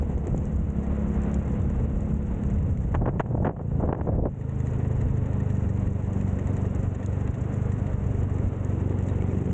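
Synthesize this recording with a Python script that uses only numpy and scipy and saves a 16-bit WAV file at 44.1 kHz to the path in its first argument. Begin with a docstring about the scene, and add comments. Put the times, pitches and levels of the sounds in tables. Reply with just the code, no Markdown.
"""Motorbike leading a scooter convoy

A single-cylinder engine pulls, then the throttle closes and it slows to an even thudding while
the chain rattles. Tyres rush, a car and a van go by, and a popping scooter draws past at the end.
Bumps in the road thump at the start. Wind buffets the microphone of a camera on the bike and
tears at it in a squall. The camera turns everything down whenever the sound gets too loud."""
import sys
import numpy as np
from scipy import signal
from scipy.fft import rfft, irfft, next_fast_len
from scipy.io import wavfile
from scipy.ndimage import uniform_filter1d, minimum_filter1d, map_coordinates

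SR = 44100
rng = np.random.default_rng(int(sys.argv[2]) if len(sys.argv) > 2 else 0)


def generate_wav(sig):
    """Save sig (samples, or channels by samples) to the path in sys.argv[1] as 16-bit PCM at SR."""
    pcm = np.round(np.clip(np.atleast_2d(sig).T, -1, 1) * 32767).astype(np.int16)
    wavfile.write(sys.argv[1], SR, pcm)


N = 420273

# how fast the bike's engine fires: time_s, rate_hz
FIRING_RATE = [(0, 34.72), (2.3, 34.89), (2.9, 31.37), (3.75, 28.12), (4.5, 26.43), (6.05, 23.89),
               (6.9, 23.63), (7.55, 25.05), (8, 24.25), (8.95, 23.48), (9.53, 23.27)]
# how far the throttle is open: time_s, opening (0 to 1)
THROTTLE_OPENING = [(0, 0.95), (2.4, 0.95), (3.1, .34), (3.7, 0.03), (9.53, 0.12)]
# exhaust loudness and the bark of its upper harmonics: time_s, level_db, bark (0 to 1)
EXHAUST_LEVEL = [(0, -27, 0), (1.3, -28.5, 0.55), (1.7, -30.5, 0.48), (2.5, -30.5, 0.65), (2.9, -26, 0),
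                 (3.4, -19.5, 0.3), (4.6, -23, 0.03), (5.1, -24.5, 0.06), (5.75, -24, 0.18),
                 (6.2, -27.5, 0.54), (7.3, -26.5, 0.11), (8.7, -24.5, 0.01), (9.1, -26, 0.1),
                 (9.53, -26.5, 0.9)]
# exhaust tone with the throttle open: multiple of the firing rate, level_db
PULLING_HARMONICS = [(1, -11), (2, 5), (3, -5), (4, -7.5), (5, -4), (6, -3.5), (7, -11.5), (8, -24),
                     (9, -30.5), (10, -11), (11, -29), (12, -32.5), (13, -21), (14, -18.5), (15, -39.5),
                     (16, -28)]
# exhaust tone with the throttle shut: multiple of the firing rate, level_db
COASTING_HARMONICS = [(1, -22), (2, -9.5), (3, 1.5), (4, 5.5), (5, 2.5), (6, -2.5), (7, -10), (8, -6),
                      (9, -20), (10, -15.5), (11, -35.5), (12, -23.5), (13, -24.5), (14, -31), (15, -26),
                      (16, -42.5), (17, -19), (18, -31.5), (19, -34.5), (20, -39.5)]
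# pipe resonances that the harmonics slide through as the bike slows: pitch_hz, gain_db
PIPE_TONE = [(80, 1.5), (96, 2.5), (107, -2), (118, 0.5), (130, 3.5), (145, 0.5), (162, -1), (195, 0),
             (380, -3.5), (430, 9.5), (460, 3.5), (490, 3.5), (560, 6.5)]
# tone of the exhaust's bark: pitch_hz, gain_db
BARK_TONE = [(90, -40), (125, -17), (160, 1), (200, 12), (250, 0.5), (300, 0), (350, 4.5), (430, -11.5),
             (600, -1), (900, -22.5)]
# tone of gas leaving a muffler: pitch_hz, gain_db
MUFFLER_TONE = [(60, -22.5), (130, -4.5), (200, 3), (280, -0.5), (400, -0.5), (600, -20.5), (1200, -31),
                (3000, -40.5), (5000, -73.5)]

# main slaps of the drive chain: time_s, level_db
MAIN_SLAPS = [(0.025, -52.5), (0.1, -49.5), (0.1773, -47), (0.2702, -43), (0.377, -50), (0.559, -51),
              (0.864, -50.5), (1.138, -55), (1.343, -49), (1.394, -50), (1.474, -45.5), (1.6197, -51.5),
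              (1.6982, -48.5), (2.0064, -51), (2.084, -56), (2.34, -51.5), (2.436, -47.5), (2.501, -46),
              (2.582, -48), (2.693, -53), (2.7734, -45.5), (2.837, -50), (2.917, -52.5), (4.412, -46.5),
              (4.493, -47), (4.603, -44.5), (4.67, -45), (4.734, -47), (4.849, -50), (4.913, -50),
              (5.01, -45.5), (5.172, -48.5), (5.257, -47.5), (5.33, -47), (5.401, -46.5), (5.499, -45.5),
              (5.561, -48.5), (5.69, -49), (5.772, -48), (5.87, -47), (6.049, -54), (6.13, -48),
              (6.21, -45), (6.275, -48.5), (6.388, -44.5), (6.472, -45), (6.568, -44), (6.652, -50),
              (6.751, -47), (6.829, -49), (6.947, -43.5), (7.028, -45), (7.129, -46.5), (7.21, -50),
              (7.276, -47.5), (7.341, -46.5), (7.54, -49.5), (7.719, -47), (7.866, -47.5), (7.931, -47),
              (8.146, -52), (8.229, -46.5), (8.296, -49.5), (8.3803, -47.5), (8.895, -51), (8.986, -47),
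              (9.084, -45), (9.222, -49.5), (9.369, -50.5)]
# tone of the running chain: pitch_hz, gain_db
CHAIN_TONE = [(3000, -33.5), (5200, -18), (5700, -9), (6400, -2.5), (7100, 0.5), (7800, -4), (8500, -13),
              (9100, -30)]
# tone of a slap scraping the chain guard: pitch_hz, gain_db
SLAP_TONE = [(700, -16.5), (1300, 8.5), (1620, 0.5), (1900, 14), (2800, 2.5), (3600, -4.5), (4300, -7.5),
             (4800, -21.5), (5300, -11.5), (5700, -5), (7100, 8), (8300, -6.5), (9100, -12.5)]
# ringing notes of the guard: pitch_hz, level_db, fade_s (time to fall 60 dB)
GUARD_NOTES = [(1875, 3, 0.09), (1815, 1.5, 0.09), (1965, -3, 0.07), (2205, -7, 0.06), (2740, -7, 0.08),
               (2910, -12, 0.06), (3540, -14, 0.08), (3800, -18, 0.08)]
# sharp ticks from the bike's fittings: time_s, level_db
FITTING_TICKS = [(0.1785, -46), (.2698, -37), (.351, -50), (.363, -44), (0.3778, -35), (.433, -50.5),
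                 (0.4543, -39.5), (.545, -52), (.562, -40), (0.702, -43), (1.218, -45), (1.2352, -39.5),
                 (1.3143, -45.5), (1.343, -33), (1.618, -46), (1.699, -44), (1.763, -49.5), (2.007, -44.5),
                 (2.1425, -42.5), (2.228, -51), (2.436, -44.5), (2.501, -45.5), (2.693, -53),
                 (2.773, -49.5), (5.015, -41.5), (6.749, -40), (6.831, -43.5), (7.061, -34),
                 (8.6479, -34.5)]
# tone of a tick: pitch_hz, gain_db
TICK_TONE = [(1500, -15.5), (3500, -1.5), (4700, -17), (5700, -1), (7100, 12), (8300, 2), (9100, -14)]

# wind rumble between gusts: time_s, level_db
WIND_LEVEL = [(0, -30.5), (.9, -36), (2.7, -27.5), (4.5, -35.5), (6.9, -39.5), (8.3, -45.5), (8.7, -43),
              (9.53, -43.5)]
# gusts that thump the microphone: time_s, level_db, half_length_s
WIND_GUSTS = [(0, -26, 0.026), (0.33, -25.5, 0.07), (0.57, -26, 0.11), (1.458, -44.5, 0.083),
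              (1.71, -26, 0.27), (2.106, -27.5, 0.046), (2.634, -22.5, 0.1), (2.929, -31, 0.19),
              (4.227, -13.5, 0.083), (5.065, -25.5, 0.11), (5.666, -27.5, 0.019), (5.895, -23.5, 0.03),
              (6.863, -34.5, 0.13), (7.361, -37.5, 0.092), (7.714, -34, 0.053), (8.006, -30, 0.17),
              (8.259, -37, 0.11), (8.456, -16.5, 0.022)]
# tone of the wind rumble: pitch_hz, gain_db
WIND_TONE = [(10, -27.5), (25, -13.5), (50, -2), (80, -2.5), (140, -8.5), (220, -16.5), (400, -37.5),
             (900, -52.5), (2500, -91)]
# strength of the squall: time_s, level_db
SQUALL_LEVEL = [(2.9, -42), (3.03, -9), (3.25, -21), (3.43, -10.5), (3.7, -33), (3.86, -10), (4.02, -16.5),
                (4.22, -9), (4.31, -43.5)]
# four dull thumps from road bumps, then blasts of wind:
# time_s, level_db, length_s, treble_tilt_db_per_octave
BUMPS_AND_BLASTS = [(0.027, -25, 0.0077, -12), (0.101, -24.5, 0.0073, -13), (0.177, -27.5, 0.01, -15),
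                    (0.275, -25, .02, -18), (0.348, -18, 0.0055, -11.5), (2.95, -16.5, 0.013, 3.5),
                    (3.019, -8.5, 0.015, -8.5), (3.062, -10.5, 0.011, -0.5), (3.085, -8.5, 0.02, -2),
                    (3.202, -4, 0.012, 3.5), (3.263, -23, 0.005, 0.5), (3.351, -8.5, 0.0109, -11),
                    (3.378, -16, 0.0086, -6), (3.405, -15.5, 0.0076, -13), (3.453, -3.5, 0.012, 0),
                    (3.469, 1.5, 0.014, 0), (3.479, 3.5, 0.0054, -5), (3.493, -1.5, 0.01, -2.5),
                    (3.511, -12, 0.016, -4.5), (3.568, -19, 0.0082, -1.5), (3.605, -20, 0.025, -4),
                    (3.716, -25, 0.0059, -4.5), (3.807, -23, 0.021, -8), (3.835, -11.5, 0.015, -7),
                    (3.88, -10.5, 0.0091, -7), (3.892, 0, 0.0064, -5), (3.907, -6.5, 0.013, -6.5),
                    (3.93, 1.5, 0.006, -2), (3.95, -11.5, 0.0052, -1), (3.994, -14.5, 0.013, -6),
                    (4.014, -13, 0.0074, -0.5), (4.075, -12, 0.0083, -7.5), (4.093, -15.5, 0.011, -9.5),
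                    (4.16, -16.5, 0.014, -24.5), (4.189, -4, 0.022, -14.5), (4.237, -8, 0.023, -16.5),
                    (4.257, -4.5, 0.0075, -5.5), (4.267, -9.5, .012, -11), (4.282, -17, .012, -10.5)]
# tone shared by the bumps, the blasts and the churning air: pitch_hz, gain_db
THUMP_TONE = [(30, 5), (130, 12), (300, 7), (520, 5), (720, 3.5), (950, 0.5), (1300, -8), (1800, -12),
              (2300, -23.5), (2900, -27.5), (3600, -42.5), (5000, -63), (6800, -43.5), (8200, -60),
              (9200, -75.5)]

# the overtaking scooter's engine: time_s, firing_rate_hz, level_db
SCOOTER_ENGINE = [(0, 66, -68), (5.5, 65.6, -45.5), (7.8, 61.6, -42.5), (8.6, 66, -37.5), (8.9, 62, -33.5),
                  (9.15, 54.7, -32), (9.53, 56, -31)]
# its mirrors and racks clattering: time_s, level_db, pitch_hz
SCOOTER_CLATTER = [(9.09, -60, 3730), (9.208, -42.5, 2310), (9.301, -46, 2300), (9.368, -54, 2730)]
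# rush of tyres and traffic: time_s, level_db
ROAD_LEVEL = [(0, -55.5), (.5, -56), (1.3, -53.5), (2.2, -55), (2.55, -54), (2.8, -57), (4.3, -52.5),
              (6, -54), (6.5, -54), (7.7, -54.5), (8.5, -52.5), (9.1, -54.5), (9.53, -56)]
# tone of the low road roar: pitch_hz, gain_db
ROAR_TONE = [(60, -24.5), (150, 2), (260, 8), (340, -2.5), (480, 2), (620, -5), (900, -10), (1300, -18.5),
             (2000, -23.5), (4000, -61)]
# tone of the tyre hiss: pitch_hz, gain_db
TYRE_TONE = [(400, -12.5), (1000, 6), (1450, 3), (1630, -4.5), (1850, 2), (2350, -3.5), (2800, -3.5),
             (3200, -12.5), (3700, -15), (4300, -25.5), (5200, -39), (7000, -48.5)]
# brief swells of the road roar: time_s, level_db, half_length_s
ROAD_SWELLS = [(0.267, -39, 0.064), (6.577, -40.5, .14), (7.876, -40.5, 0.072)]
# tone of those swells: pitch_hz, gain_db
SWELL_TONE = [(120, -14), (260, 7), (350, 3.5), (560, -2.5), (850, -12.5), (1500, -22), (3000, -46.5)]
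# a car and a van in the other lane: loudest_at_s, level_db, half_length_s
VEHICLES = [(1.293, -50.5, 0.48), (7.735, -50.5, 0.7)]
# tone of their tyres on the asphalt: pitch_hz, gain_db
VEHICLE_TONE = [(300, -10), (650, 3), (950, 2), (1400, -2), (2000, -8), (2800, -17), (3700, -30),
                (5000, -54.5)]


def engine(rough_db=1.0, gas_db=-22, bark_waver_db=2, stray_cycles=.006):
    """Each firing thuds out of the pipe: a hard drone when pulling, round beats when coasting."""
    rate, = curves(FIRING_RATE)
    level_db, bark = curves(EXHAUST_LEVEL)
    throttle, = curves(THROTTLE_OPENING)
    cycles = np.cumsum(rate) / SR
    cycles -= cycles[round(5.992 * SR)]  # line the beats up with this moment
    cycles += stray_cycles * (1 - throttle) * wobble(24)  # fuel burns unevenly on a shut throttle
    pulling = throttle * exhaust_puffs(PULLING_HARMONICS, cycles)
    coasting = (1 - throttle) * exhaust_puffs(COASTING_HARMONICS, cycles)
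    beats = filtered(pulling + coasting, PIPE_TONE)
    # a gulp of swirling gas follows each firing, and no two firings are equally strong
    gulps = rng.standard_normal(N) * np.exp(-2.5 * (cycles % 1))
    gas = amp(gas_db) * unit(filtered(gulps, MUFFLER_TONE))
    beats = (beats + gas) * amp(level_db + rough_db * wobble(28))
    # the bark comes and goes with the burn
    return beats + bark * amp(bark_waver_db * wobble(14)) * filtered(beats, BARK_TONE)


def exhaust_puffs(harmonics, cycles, size=1024):
    """One puff per engine cycle, starting sharply and dying away, with the given harmonics."""
    multiples, db = np.transpose(harmonics)
    top = 2 * multiples[-1]
    harmonic = np.arange(size // 2 + 1)
    level_db = np.interp(harmonic, np.r_[0, multiples, top], np.r_[-40, db, -65])
    # these steps (minimum phase) move the energy to the front of the puff
    cepstrum = irfft(np.log(amp(level_db)))
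    cepstrum[1:size // 2] *= 2
    cepstrum[size // 2 + 1:] = 0
    puff = irfft(np.exp(rfft(cepstrum)) * (harmonic < top))
    return np.interp(cycles % 1, np.arange(size + 1) / size, unit(np.r_[puff, puff[0]]))


def chain(run_db=-68, slack_db=2, hiss_db=-1, link_db=-8, buzz_db=-6, links_per_s=65,
          scrape_db=-1, ring_db=-6, slap_fade_s=.042, taut_tilt_db=-2):
    """The chain hisses and ticks over its sprockets and slaps its guard about a dozen times a second."""
    slack = 1 - curves(THROTTLE_OPENING)[0]  # off the throttle the chain hangs loose
    t = np.arange(SR // 6) / SR
    links = (rng.random(N) < links_per_s / SR) * rng.standard_normal(N)
    hiss = amp(hiss_db + 3.2 * wobble(90)) * noise(CHAIN_TONE)
    clicks = amp(link_db) * unit(filtered(links, CHAIN_TONE))
    buzz = amp(buzz_db) * unit(signal.fftconvolve(links, guard_ring(t))[:N])
    running = amp(run_db + slack_db * slack) * (hiss + clicks + buzz)
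    onset = 1 - np.exp(-t / .0003)
    fade = amp(-60 * t / slap_fade_s) * onset
    # each slap is a quick chatter of several links
    chatter = amp(7.3 * wobble(300)) * rng.standard_normal(N)
    scrape, ring = np.zeros(N), np.zeros(N)
    for s, db in chain_slaps(slack):
        start = round(s * SR)
        burst = fade * chatter.take(start + np.arange(len(t)), mode="wrap")
        slap = filtered(burst, SLAP_TONE, taut_tilt_db * (1 - slack[start]))  # duller when taut
        add(scrape, s, amp(db + scrape_db) * slap * np.linalg.norm(fade) / np.linalg.norm(slap))
        add(ring, s, amp(db + ring_db) * guard_ring(t) * onset)
    return running + scrape + slack * ring  # only a slack chain swings far enough to ring the guard


def chain_slaps(slack, swing_s=.09, scatter_s=.004, light_db=-4, taut_db=-2, scatter_db=1.2):
    """The main slaps, plus a lighter one on every swing between them, as rows of time_s, level_db."""
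    main_s, main_db = np.transpose(MAIN_SLAPS)
    light_s = np.concatenate([np.linspace(a, b, max(round((b - a) / swing_s), 1) + 1)[1:-1]
                              for a, b in zip(main_s, main_s[1:])])
    late, stray = rng.standard_normal((len(light_s), 2)).T
    taut = 1 - slack[(light_s * SR).astype(int)]
    db = np.interp(light_s, main_s, main_db) + light_db + taut_db * taut + scatter_db * stray
    return list(MAIN_SLAPS) + list(zip(light_s + scatter_s * late, db))


def guard_ring(t, scatter_db=2, pitch_scatter=.012):
    """The struck chain guard rings, its notes a little different in strength and pitch each time."""
    strays = rng.standard_normal((len(GUARD_NOTES), 2)) * [scatter_db, pitch_scatter]
    return sum(amp(db + stray_db - 60 * t / fade_s) * np.sin(2 * np.pi * hz * (1 + detune) * t)
               for (hz, db, fade_s), (stray_db, detune) in zip(GUARD_NOTES, strays))


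def fittings(tick_db=-1, fade_s=.0061, shiver_db=-19, shiver_fade_s=.047):
    """Loose metal fittings tick, dry and very short, and shiver faintly afterwards."""
    out, t = np.zeros(N), np.arange(SR // 25) / SR
    fade = amp(-60 * t / fade_s) + amp(shiver_db - 60 * t / shiver_fade_s)
    for s, db in FITTING_TICKS:
        burst = np.pad(rng.standard_normal(len(t)) * fade, (20, 0))
        tick = filtered(burst, TICK_TONE)
        add(out, s, amp(db + tick_db) * tick / abs(tick).max())
    return out


def wind(rumble_db=2, gust_db=2, lump_db=2.5, squall_db=-5):
    """Swirls of air thump against the microphone, harder in each gust and in the squall."""
    t = np.arange(N) / SR
    slipstream = amp(curves(WIND_LEVEL)[0] + rumble_db)
    squall = amp(curves(SQUALL_LEVEL)[0] + squall_db)
    buffeting = (slipstream + squall) * amp(lump_db * wobble(18))
    gusts = sum(amp(db + gust_db) / (1 + ((t - s) / half_s) ** 4) for s, db, half_s in WIND_GUSTS)
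    return np.hypot(buffeting, gusts) * noise(WIND_TONE)


def bumps_and_blasts(flicker_db=2.5, tail_db=-8):
    """Road bumps thump dully at the start, then wind hits the microphone in short crackling blasts."""
    out, t = np.zeros(N), np.arange(-SR // 8, SR // 8) / SR
    middle = len(t) // 2
    flicker = amp(flicker_db * wobble(600))  # the level jumps every millisecond or two
    for s, db, length_s, tilt_db in BUMPS_AND_BLASTS:
        start_s = s + t[0]
        half = round(length_s * SR / 2)
        phases, tail = rng.random(len(t)), rng.standard_normal(len(t))
        body = unit(irfft(np.exp(2j * np.pi * phases[:half + 1])))  # all pitches equally strong
        body = np.pad(body, (middle - half, len(t) - middle - half))
        tail *= (t > length_s / 2) * amp(tail_db) * np.exp(-abs(2 * t / length_s - 1))
        crackle = flicker.take(round(start_s * SR) + np.arange(len(t)), mode="wrap")
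        thump = filtered((body + tail) * crackle, THUMP_TONE, tilt_db) * np.hanning(len(t))
        add(out, start_s, amp(db) * thump * np.sqrt(2 * half) / np.linalg.norm(thump))
    return out


def churning_air(churn_db=-8, lump_db=4, tilt_db=-8):
    """In the squall, churning air fills the gaps between the blasts with dull, uneven puffs."""
    swirls = rng.standard_normal(N) * amp(lump_db * wobble(55) + 1.7 * wobble(600))
    return amp(curves(SQUALL_LEVEL)[0] + churn_db) * unit(filtered(swirls, THUMP_TONE, tilt_db))


def scooter(stray_cycles=.04, scatter_db=3, rasp=.96):
    """A two-stroke engine pops unevenly through a small muffler, each pop with a spit of gas."""
    rate, db = curves(SCOOTER_ENGINE)
    cycles = np.cumsum(rate) / SR + stray_cycles * wobble(40)
    pops = np.diff(np.floor(cycles), prepend=0) * amp(scatter_db * wobble(60))
    gas = rng.standard_normal(N) * np.exp(-3 * (cycles % 1))
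    return amp(db) * unit(filtered(unit(pops) + rasp * unit(gas), MUFFLER_TONE))


def scooter_clatter(fade_s=.07, width_octaves=.061):
    """The scooter's thin metal parts buzz briefly, each around its own pitch."""
    out, t = np.zeros(N), np.arange(SR // 8) / SR
    onset = 1 - np.exp(-t / .002)
    for s, db, hz in SCOOTER_CLATTER:
        band = [(hz * 2 ** (step * width_octaves), gain_db)
                for step, gain_db in [(-4, -60), (-1, -4), (0, 0), (1, -4), (4, -60)]]
        buzz = unit(filtered(rng.standard_normal(len(t)), band))
        add(out, s, amp(db - 60 * t / fade_s) * onset * buzz)
    return out


def road(roar_db=18, flutter_db=1.16):
    """Tyres and the convoy merge into a rush that flutters in the wind and swells now and then."""
    t = np.arange(N) / SR
    level_db = curves(ROAD_LEVEL)[0] + flutter_db * wobble(45)
    roar = amp(level_db + roar_db) * noise(ROAR_TONE)
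    tyres = amp(level_db) * noise(TYRE_TONE)
    swells = sum(amp(db) * np.exp(-.5 * ((t - s) / half_s) ** 2) for s, db, half_s in ROAD_SWELLS)
    return roar + tyres + swells * noise(SWELL_TONE)


def passing_vehicles():
    """The tyre noise of each oncoming vehicle grows as it nears and fades as it draws away."""
    t = np.arange(N) / SR
    loudness = sum(amp(db) / (1 + ((t - s) / half_s) ** 2) for s, db, half_s in VEHICLES)
    return loudness * noise(VEHICLE_TONE)


def gain_control(x, limit_db=-21.5, recover_s=.26):
    """The camera turns down just ahead of any sound over its limit, then eases back up."""
    level_db = 10 * np.log10(abs(uniform_filter1d(x ** 2, size=800)) + 1e-12)
    needed_db = minimum_filter1d(np.minimum(limit_db - level_db, 0), size=300)
    fading = np.exp(-np.arange(N) / SR / recover_s)
    # each cut fades away until a deeper one takes over
    gain_db = np.minimum.accumulate(needed_db / fading, axis=-1) * fading
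    return x * amp(uniform_filter1d(gain_db, size=200))


def amp(db):
    """Turn decibels into a number to multiply by."""
    return 10 ** (np.asarray(db) / 20)


def unit(x):
    """Scale x to an average (rms) level of 1."""
    return x / np.sqrt(np.mean(x ** 2) + 1e-20)


def curves(rows):
    """Join a table's rows with straight lines: one curve for each column after the time."""
    times, *columns = np.transpose(rows)
    return [np.interp(np.arange(N) / SR, times, column) for column in columns]


def wobble(rate):
    """A smooth curve through `rate` random points a second."""
    points = rng.standard_normal(int(N * rate / SR) + 4)
    return map_coordinates(points, [np.arange(N) * rate / SR])


def filtered(x, tone, tilt_db=0):
    """Shape x with a tone table, adding tilt_db for each octave above 500 Hz."""
    size = next_fast_len(len(x) + 4096)
    octave = np.log2(np.fft.rfftfreq(size, 1 / SR) + 1)
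    hz, db = np.transpose(tone)
    treble = np.maximum(octave - np.log2(500), 0)
    gain = amp(np.interp(octave, np.log2(hz), db) + tilt_db * treble)
    return irfft(rfft(x, size) * gain, size)[:len(x)]


def noise(tone):
    """Noise with the given tone, at an average level of 1."""
    return unit(filtered(rng.standard_normal(N), tone))


def add(track, start_s, sound):
    """Mix a sound into the track, dropping whatever falls outside it."""
    start = round(start_s * SR)
    sound = sound[max(-start, 0):]
    part = track[max(start, 0):][:len(sound)]
    part += sound[:len(part)]


def scene():
    """All the sources meet at one microphone."""
    traffic = engine() + scooter() + scooter_clatter() + road() + passing_vehicles()
    rattles = chain() + fittings()
    buffeting = wind() + churning_air() + bumps_and_blasts()
    return (traffic + rattles + buffeting)[None]


def record(dry, ceiling=.29, top_hz=9050):
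    """The camera turns loud moments down, holds back sharp peaks and cuts the highest treble."""
    ducked = gain_control(dry)
    peak_gain = np.minimum(1, ceiling / (abs(ducked) + 1e-9))
    held = ducked * uniform_filter1d(minimum_filter1d(peak_gain, size=260), size=260)
    size = next_fast_len(N + 4096)
    below_top = np.fft.rfftfreq(size, 1 / SR) < top_hz
    return irfft(rfft(held, size) * below_top, size)[:, :N]


dry = scene()
out = record(dry)
generate_wav(out)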